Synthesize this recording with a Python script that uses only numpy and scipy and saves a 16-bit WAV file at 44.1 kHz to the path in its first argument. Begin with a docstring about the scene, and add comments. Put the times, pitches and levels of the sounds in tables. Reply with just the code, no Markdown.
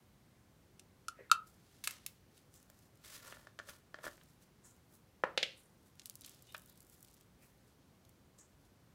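"""Quiet room, small plastic jars over a glass bowl on a table, heard close with the room well below.
A steady ventilation rumble, in wavering noise bands, lies under it all. First a spoon taps an empty jar, as noise
bursts that ring its modes; a seal cracks, then a lid grinds and knocks on its thread, drops and bounces.
From 6 s a spoon works sticky slime: pockets click, puff and crackle, and friction noise squeaks.
Slides and peels hiss in between, as swelling friction noise, and the last ones end the scene."""
import sys
import numpy as np
from scipy import signal
from scipy.io import wavfile

SR = 44100
rng = np.random.default_rng(int(sys.argv[2]) if len(sys.argv) > 2 else 0)


def transcribe(u):
    """Save the signal u as a 16-bit wav file named by the first command-line argument.

    u: samples, shape (n,) or (channels, n), limited to [-1, 1]; the rate is SR.
    q: integer samples, one column per channel.
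    """
    v = np.clip(np.atleast_2d(u).T, -1, 1)
    q = np.round(v * 32767).astype(np.int16)
    wavfile.write(sys.argv[1], SR, q)


def magnitude_from_level(level_db):
    """Linear magnitude for a level in decibels (20 dB per decade)."""
    exponent = np.asarray(level_db, float) / 20
    return 10 ** exponent


N = 394254   # samples, 8.94 s
TOP_HZ = 16000   # cracks and pockets reach up to about here


def rms_one(x):
    """Scale to unit rms."""
    return x / np.sqrt(np.mean(x ** 2) + 1e-20)


def peak_one(x):
    """Scale to unit peak."""
    return x / (np.max(np.abs(x)) + 1e-20)


def at_hz(points, hz):
    """Read a table on a log-frequency axis."""
    table_hz, values = np.transpose(points)
    return np.interp(np.log(hz), np.log(table_hz), values)


def band(x, low, high):
    """Second-order band-pass."""
    return signal.sosfilt(signal.butter(2, [low, high], "band", fs=SR, output="sos"), x)


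def high_pass(x, order, hz):
    """Take away the bass below hz."""
    return signal.sosfilt(signal.butter(order, hz, "high", fs=SR, output="sos"), x)


def drift(rate_hz):
    """Slow chance around zero, spread 1, computed at every 40th sample."""
    r = np.exp(-80 * np.pi * rate_hz / SR)
    chance = rng.standard_normal(N // 40 + 2002)
    slow = signal.lfilter([1], [1, -2 * r, r * r], chance)[2000:]   # skip the filter's start
    return np.interp(np.arange(N) / 40, np.arange(len(slow)), rms_one(slow))


def ring(force, hz, t60):
    """A damped resonance: a unit click sets a sine of height 1 ringing."""
    r, w = magnitude_from_level(-60 / (t60 * SR)), 2 * np.pi * hz / SR
    return signal.lfilter([0, np.sin(w)], [1, -2 * r * np.cos(w), r * r], force)


def swell(t, peak_s, rise_s, fall_s):
    """Gain that rises and falls evenly in dB around a peak."""
    return magnitude_from_level(20 * np.minimum((t - peak_s) / rise_s, (peak_s - t) / fall_s))


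def add(out, start_s, sound):
    """Lay a sound into the track."""
    i = round(start_s * SR)
    out[i:i + len(sound)] += sound[:len(out) - i]


# Edges of the half-octave bands of the rumble and the room: edge_hz
HALF_OCTAVES = 25 * 2 ** np.arange(0, 9.6, .5)
# Colour of the rumble at the microphone, density against frequency: band_hz, level_db (per Hz, relative)
RUMBLE_COLOUR = [(15, -40), (25, -9.5), (59, -2.5), (130, -0.5), (394, -10.5), (591, -15), (1700, -21.5),
                 (2910, -26), (4030, -26), (14800, -33.5), (16000, -30)]


def rumble(waver_db, level_db):
    """Ventilation rumble and microphone hiss in half-octave noise bands that waver a little."""
    out, white = 0, rng.standard_normal((2, N))
    for k, (low, high) in enumerate(zip(HALF_OCTAVES, HALF_OCTAVES[1:])):
        gain = magnitude_from_level(at_hz(RUMBLE_COLOUR, np.sqrt(low * high)) + waver_db * drift(3.1))
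        out = out + gain * band(white[k % 2], low, high)   # neighbours use separate noise
    out = high_pass(out, 4, 42)   # nothing deep reaches the microphone
    return magnitude_from_level(level_db) * rms_one(out)


# Time for the room to die by 60 dB: band_hz, t60_s
ROOM_DECAY = [(200, .4), (1500, 0.22), (5000, 0.12), (14000, 0.11)]


def room(x, gap_ms):
    """Diffuse echoes: noise that dies band by band, starting after the first wall."""
    t = np.arange(SR // 2) / SR
    echoes = 0
    for low, high in zip(HALF_OCTAVES[4:], HALF_OCTAVES[5:]):
        t60 = at_hz(ROOM_DECAY, np.sqrt(low * high))
        echoes = echoes + band(rng.standard_normal(len(t)), low, high) * magnitude_from_level(-60 * t / t60)
    echoes = echoes * np.clip(1000 * t / gap_ms - 1, 0, 1)   # silent for one gap, full after two
    return signal.fftconvolve(x, echoes / np.sqrt(np.sum(echoes ** 2)))[:N]


# Ringing of a full jar: mode_hz, level_db, t60_s
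FULL_JAR_MODES = [(330, -2.5, 0.019), (611, 3.5, .028), (1150, -0.5, .015), (1427, 2.5, 0.019),
                  (1754, 2.5, .022), (3232, -7.5, .01), (4773, -7, 0.011)]


def friction(grain_db, grind_hz, focus_db):
    """Grainy friction noise, once in narrow bands for the hiss and once ringing the full jar as a grind."""
    centres = np.geomspace(1200, 14500, num=12)
    white = rng.standard_normal((3, N)) * magnitude_from_level(grain_db * drift(110))
    bands = [rms_one(band(white[k % 2], c / 1.12, c * 1.12)) for k, c in enumerate(centres)]
    grind = 0
    for mode_hz, level_db, t60 in FULL_JAR_MODES:
        strength_db = level_db - focus_db * abs(np.log2(mode_hz / grind_hz))   # focus in dB per octave
        grind = grind + magnitude_from_level(strength_db) * rms_one(ring(white[2], mode_hz, t60))
    return centres, np.array(bands), rms_one(grind)


def strokes(rows, noise, octaves):
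    """Each stroke swells and fades, hissing around its colour and grinding in the jar."""
    out, (centres, bands, grind) = np.zeros(N), noise
    for peak_s, rise_s, fall_s, hiss_db, hiss_hz, grind_db in rows:
        # a fall of zero stops the stroke at its peak, a negative one before it
        i = np.arange(round((peak_s - 2 * rise_s) * SR), min(round((peak_s + 2 * fall_s) * SR), N))
        shares = np.exp(-.5 * (np.log2(centres / hiss_hz) / octaves) ** 2) * np.sqrt(centres)
        hiss = shares / np.sqrt(np.sum(shares ** 2)) @ bands[:, i]
        both = magnitude_from_level(hiss_db) * hiss + magnitude_from_level(grind_db) * grind[i]
        out[i] += swell(i / SR, peak_s, rise_s, fall_s) * both
    return out


# Fingers and spoon slide on plastic: peak_s, rise_s (by 20 dB), fall_s (by 20 dB), hiss_db, hiss_hz
SLIDE_STROKES = [(1.476, 0.02, 0.089, -66.5, 9000), (1.77, 0.38, 0.15, -70, 4300),
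                 (1.89, 0.049, 0.23, -57.5, 3000), (2.37, 0.08, 0.093, -69.5, 5000),
                 (2.555, 0.04, 0.14, -69.5, 9000), (2.844, 0.25, 0.07, -71, 6400),
                 (4.11, 0.031, 0.2, -66.5, 5200), (4.3, 0.08, 0.091, -75.5, 8000),
                 (4.425, 0.029, 0.07, -68.5, 6000), (4.655, 0.02, 0.16, -68.5, 8500),
                 (4.945, 0.06, 0.07, -66, 11000), (5.6, 0.08, 0.11, -72, 8500),
                 (5.876, 0.19, 0.09, -75, 7200), (6.27, 0.06, 0.26, -63, 5400),
                 (6.702, 0.07, 0.035, -67.5, 11000), (6.78, 0.04, 0.03, -75, 7600),
                 (6.93, 0.06, 0.09, -64, 9600), (7.428, 0.045, 0.15, -68.5, 10000),
                 (7.692, 0.11, 0.08, -76, 6270), (8.656, 0.11, 0.07, -76, 6830)]


def slides(noise, grind_db):
    """Fingers and spoon slide with a broad hiss and ring the jar faintly, grind_db against the hiss."""
    return strokes([(*row, row[3] + grind_db) for row in SLIDE_STROKES], noise, octaves=1.22)


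# Narrow hissing strokes, sticky slime peeling off and, at 1.2 and 1.26 s, the spoon rubbing the empty jar:
# peak_s, rise_s (by 20 dB), fall_s (by 20 dB), hiss_db, hiss_hz
PEEL_STROKES = [(1.2, 0.048, 0.07, -61, 1900), (1.26, 0.04, 0.04, -74, 1800),
                (2.57, 0.06, 0.072, -71.5, 7200), (4.648, 0.013, 0.087, -61, 7500),
                (5.575, 0.019, 0.15, -70, 9200), (6.695, 0.015, 0.08, -71, 4000),
                (7.43, 0.04, 0.05, -70.5, 2190), (8.388, 0.008, 0.078, -59.5, 7100)]


def peels(noise, grind_db):
    """Slime peels off, or the spoon rubs the empty jar, with a narrow hiss and rings the jar faintly, grind_db
    against the hiss."""
    return strokes([(*row, row[3] + grind_db) for row in PEEL_STROKES], noise, octaves=0.2)


# Lid thread and spoon grind on the jar: peak_s, rise_s (by 20 dB), fall_s (by 20 dB), hiss_db, grind_db
GRIND_STROKES = [(3.047, 0.01, 0.13, -56.5, -64.5), (3.168, 0.14, 0.045, -54, -66),
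                 (3.276, 0.12, 0.18, -56.5, -57.5), (3.37, 0.2, -0.06, -68.5, -64),
                 (3.452, 0.1, 0, -74, -72), (3.625, 0.03, -0.03, -72, -59), (3.692, 0.05, 0.09, -54.5, -57),
                 (4.054, 0.0331, 0.045, -50, -53.5), (4.076, 0.06, 0.0345, -70, -53.5)]


def grinds(noise, hiss_hz):
    """Lid thread and spoon grind on the jar, which rings with the friction."""
    return strokes([(*row[:4], hiss_hz, row[4]) for row in GRIND_STROKES], noise, octaves=1.5)


def rubbing():
    """Slides, peels and grinds share one friction noise."""
    noise = friction(grain_db=2.5, grind_hz=1396, focus_db=6)
    return slides(noise, grind_db=-12.5) + peels(noise, grind_db=-12.5) + grinds(noise, hiss_hz=4300)


def blows(events, modes, focus_db, rattle_db, rattle_ms, octaves):
    """A brief rough contact cracks as a burst of noise, leaves a dense rattle and rings the modes."""
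    spread_db = 1.5   # how far mode strengths vary from blow to blow
    wider_per_db, soft_blow_db = 0.02, -39.5   # harder blows crack over more octaves
    out, t = np.zeros(N), np.arange(SR // 5) / SR
    click = 1.0 * (t == 0)
    mode_hz, level_db, t60 = np.transpose(modes)
    signs = (-1) ** np.arange(len(modes))   # neighbours start opposed, so a close pair swells and beats
    rise = 1 - np.exp(-t / 0.00035)   # the force needs a moment to build
    for start_s, peak_db, crack_db, contact_ms, crack_hz in events:
        rough, chance = rng.standard_normal(len(t)), rng.standard_normal(len(modes))
        # focus weakens modes far from the crack's colour, in dB per octave; below zero it favours them
        strength_db = level_db + spread_db * chance - focus_db * np.abs(np.log2(mode_hz / crack_hz))
        gains = signs * magnitude_from_level(strength_db)
        body = sum(g * ring(click, hz, d) for g, hz, d in zip(gains, mode_hz, t60))
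        contact = np.exp(-1000 * t / max(contact_ms, .1))
        rattle = magnitude_from_level(rattle_db) * np.exp(-1000 * t / rattle_ms)
        reach = 2 ** max(octaves + wider_per_db * (peak_db - soft_blow_db), 0.25)
        noise = rough * (contact + rattle) * rise
        crack = band(noise, crack_hz / reach, min(crack_hz * reach, TOP_HZ))
        blow = peak_one(body * rise) + magnitude_from_level(crack_db) * peak_one(crack)
        add(out, start_s, magnitude_from_level(peak_db) * peak_one(blow))
    return out


# The lid lands and bounces: start_s, peak_db, crack_db (against the ring), contact_ms, crack_hz
LID_BOUNCES = [(5.2365, -13.5, -0.2, 3.5, 1170), (5.3755, -16.5, 5, 3.3, 2920),
               (5.4285, -19.5, 10.5, 4, 2980)]
# Ringing of the lid: mode_hz, level_db, t60_s
LID_MODES = [(194, -13, .035), (330, -11, .025), (533, 1, .027), (856, -7, .018), (1340, -4, .018),
             (1620, -4, .015)]


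def lid_drop():
    """The lid lands and bounces on the table, ringing its own low modes."""
    return blows(LID_BOUNCES, LID_MODES, focus_db=0.0, rattle_db=-21.5, rattle_ms=51.4, octaves=0.081)


# The lid's seal cracks: start_s, peak_db, crack_db (against the ring), contact_ms, crack_hz
SEAL_CRACKS = [(1.839, -31.5, 7.9, 13, 5000), (1.8735, -21, 3.7, 2.9, 3300), (1.908, -30.5, 7.5, 3.5, 6000),
               (2.063, -24.5, 17, 2.4, 9000)]
# Ringing of the seal: mode_hz, level_db, t60_s
SEAL_MODES = [(1220, -2.5, 0.018), (2160, 1.5, 0.016), (2650, 2, 0.023), (3800, 5, 0.01)]


def seal_cracks():
    """The seal of the lid cracks, mostly noise over a short ring."""
    return blows(SEAL_CRACKS, SEAL_MODES, focus_db=-1.0, rattle_db=-28.0, rattle_ms=43, octaves=1.42)


# The lid knocks on its thread: start_s, peak_db, crack_db (against the ring), contact_ms, crack_hz
THREAD_KNOCKS = [(2.699, -52.5, -4, 1.7, 1150), (3.324, -36, -5, 4.5, 1190), (3.369, -45.5, -7, 2.1, 1450),
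                 (3.47, -40.5, -12, 1.9, 1780), (3.589, -34.5, -3, 3.7, 2150),
                 (3.598, -33.5, -20, 1.8, 1460), (3.6875, -41.5, -6, 2.1, 1500),
                 (3.943, -34.5, -9, 0.92, 1740), (3.987, -42, -2, 2.8, 616), (4.041, -35, -9, 2.2, 1440),
                 (4.049, -39, -14, 1.8, 1500), (4.066, -30, -17, 2.9, 1450), (4.078, -37, -12, 1.9, 1300),
                 (4.178, -53, 7, 1.8, 1440), (4.212, -52.5, 11, 3.2, 1490)]


def thread_knocks():
    """The lid knocks on its thread and rings the full jar."""
    return blows(THREAD_KNOCKS, FULL_JAR_MODES, focus_db=4.5, rattle_db=-19.0, rattle_ms=33, octaves=1.33)


# Spoon on the empty jar: start_s, peak_db, crack_db (against the ring), contact_ms, crack_hz
EMPTY_JAR_TAPS = [(1.083, -27.5, 4, 2.1, 5340), (1.188, -48.5, 23, 18.0, 470),
                  (1.298, -43, -14.5, 2.1, 1800), (1.3144, -9, -3.5, 2.8, 3904)]
# Ringing of the empty jar: mode_hz, level_db, t60_s
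EMPTY_JAR_MODES = [(1275, 0, .034), (1400, -1, .034), (2660, -20, .045), (3750, -11, .018),
                   (7700, -22, .018)]


def empty_jar_taps():
    """The spoon taps the empty jar, whose closest pair of modes beats."""
    return blows(EMPTY_JAR_TAPS, EMPTY_JAR_MODES, focus_db=0.5, rattle_db=-28, rattle_ms=14, octaves=0.5)


# Spoon on the rim of the full jar: start_s, peak_db, crack_db (against the ring), contact_ms, crack_hz
RIM_TAPS = [(6.546, -32, -3.5, 3.9, 1900)]


def rim_taps():
    """The spoon touches the rim of the full jar and rings it."""
    return blows(RIM_TAPS, FULL_JAR_MODES, focus_db=7.5, rattle_db=-27, rattle_ms=25, octaves=0.64)


def squeak():
    """The spoon squeaks through the slime: wet friction noise through two narrow resonances."""
    white = rng.standard_normal(N) * magnitude_from_level(3.1 * drift(60.0))
    rings = rms_one(ring(white, 3000, t60=0.014)) + rms_one(ring(white, 3650, t60=0.016))
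    gain = swell(np.arange(N) / SR, peak_s=6.5, rise_s=0.07, fall_s=0.19)
    return magnitude_from_level(-69) * gain * rings


# The spoon works the slime, read as a curve: start_s, level_db, pitch_hz (of the small pockets)
SLIME_PULL = [(5.97, -77.5, 8000), (6.05, -74, 8000), (6.065, -59, 8500), (6.1, -76, 8500),
              (6.19, -74.5, 9000), (6.25, -64, 4540), (6.33, -74, 3800), (6.41, -79, 3800),
              (6.55, -73, 11000), (6.85, -78, 12500), (6.95, -77, 9900), (7.2, -73.5, 8500),
              (7.3, -95, 9000)]


def crackle(size_db, octaves, pockets_per_s):
    """Tiny pockets burst at random as the slime is pulled, each ringing a few cycles near the centre pitch."""
    start_s, level_db, pitch_hz = np.transpose(SLIME_PULL)
    i = np.arange(round(start_s[0] * SR), round(start_s[-1] * SR))
    born = rng.random(len(i)) < pockets_per_s / SR
    sizes = magnitude_from_level(size_db * np.minimum(rng.exponential(1, len(i)), 3)) * rng.choice([-1, 1], len(i))
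    wanted = np.interp(i / SR, start_s, pitch_hz) * 2 ** (octaves * rng.standard_normal(len(i)))
    pitches = np.geomspace(2900, 15000, num=10)
    nearest = np.argmin(np.abs(np.log(wanted / pitches[:, None])), axis=0)
    rings = 0
    for k, hz in enumerate(pitches):
        bursts = sizes * born * (nearest == k) + 1e-18
        rings = rings + ring(bursts, hz, t60=4.5 / hz)
    out = np.zeros(N)
    out[i] = rms_one(band(rings, 2700, TOP_HZ)) * magnitude_from_level(np.interp(i / SR, start_s, level_db))
    return out


# Sharp clicks with a puff of noise, mostly larger air pockets in the slime bursting, and at 3.27 s a bright
# tick of the lid on its thread: start_s, peak_db, pitch_hz (centre of the puff)
CLICK_PUFFS = [(0.7954, -42.5, 4200), (2.378, -50, 4900), (2.5401, -51, 7000), (2.5595, -47.5, 7580),
               (2.6285, -46, 15000), (2.7003, -41.5, 10000), (2.79, -53, 7000), (2.9557, -54, 12000),
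               (2.9728, -55, 7900), (3.27, -45, 4600), (3.765, -53, 5300), (3.787, -56, 14000),
               (4.17, -52, 9500), (4.235, -53, 11000), (4.765, -54, 12960), (5.955, -54, 10000),
               (5.9959, -37, 3310), (6.0176, -47, 3570), (6.0577, -26, 7000), (6.0978, -25.5, 9050),
               (6.108, -55, 2600), (6.14, -55, 6000), (6.155, -30, 13100), (6.21, -34, 12500),
               (6.2177, -44, 4820), (6.2466, -36, 3660), (6.2622, -32, 14700), (6.2945, -36, 12000),
               (6.346, -46.5, 9000), (6.4233, -40, 14040), (6.4703, -51, 9800), (6.523, -44, 7100),
               (6.5436, -38, 11900), (6.5664, -40, 7540), (6.5794, -37, 14200), (6.5954, -49, 9040),
               (6.6197, -44.5, 14800), (6.636, -52, 13000), (6.6594, -50, 14500), (6.6975, -46, 14330),
               (6.726, -50, 13500), (6.757, -55, 11000), (6.775, -54, 10000), (6.805, -41, 13700),
               (6.8193, -50, 8500), (6.828, -50, 15000), (6.848, -53, 15000), (6.8676, -50, 13870),
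               (6.898, -44.5, 14400), (6.9413, -49, 14400), (7.0065, -49.5, 14600), (7.028, -40, 14200),
               (7.0474, -45, 6760), (7.076, -52, 7500), (7.0837, -50.5, 5500), (7.111, -55, 12000),
               (7.1417, -47, 12900), (7.21, -49, 6500), (8.0506, -55, 5460), (8.093, -46.5, 12400),
               (8.3878, -50, 6200)]


def pops(reach):
    """Each air pocket, or the lid's bright tick, bursts with a sharp click and a puff of noise, coloured
    broadly by its size."""
    puff_s, puff_cycles = 0.013, 40   # a puff lasts this time plus so many cycles of its pitch
    click_db, click_per_db, soft_pop_db = 12.0, 0.35, -51   # louder ones click more
    out, t = np.zeros(N), np.arange(SR // 12) / SR
    for start_s, peak_db, pitch_hz in CLICK_PUFFS:
        t60 = puff_s + puff_cycles / pitch_hz
        puff = rng.standard_normal(len(t)) * magnitude_from_level(-60 * t / t60)
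        puff[0] += magnitude_from_level(click_db + click_per_db * (peak_db - soft_pop_db))
        low, high = max(pitch_hz / reach, 2400), min(pitch_hz * reach, TOP_HZ + 900)
        add(out, start_s, magnitude_from_level(peak_db) * peak_one(band(puff, low, high)))
    return out


def scene():
    """Everything at the table sounds directly and through the room, above the rumble."""
    hits = lid_drop() + seal_cracks() + thread_knocks() + empty_jar_taps() + rim_taps()
    hits = high_pass(hits, 2, 150)   # the hits carry no deep bass
    slime = squeak() + crackle(size_db=3.0, octaves=0.52, pockets_per_s=520) + pops(reach=2.27)
    table = rubbing() + hits + slime
    echoes = magnitude_from_level(-16) * room(table, gap_ms=4.5)
    return (table + echoes + rumble(waver_db=0.37, level_db=-67))[None]


def top_cut(x):
    """Nothing passes above the cut-off."""
    return signal.sosfilt(signal.butter(12, 17010, fs=SR, output="sos"), x)


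def record(dry):
    """A steep low-pass takes away the top of the mix, 60 dB down from 16.7 kHz."""
    mix = signal.sosfilt(signal.cheby2(12, 60, TOP_HZ + 700, fs=SR, output="sos"), dry)
    return top_cut(mix)


dry = scene()
out = record(dry)
transcribe(out)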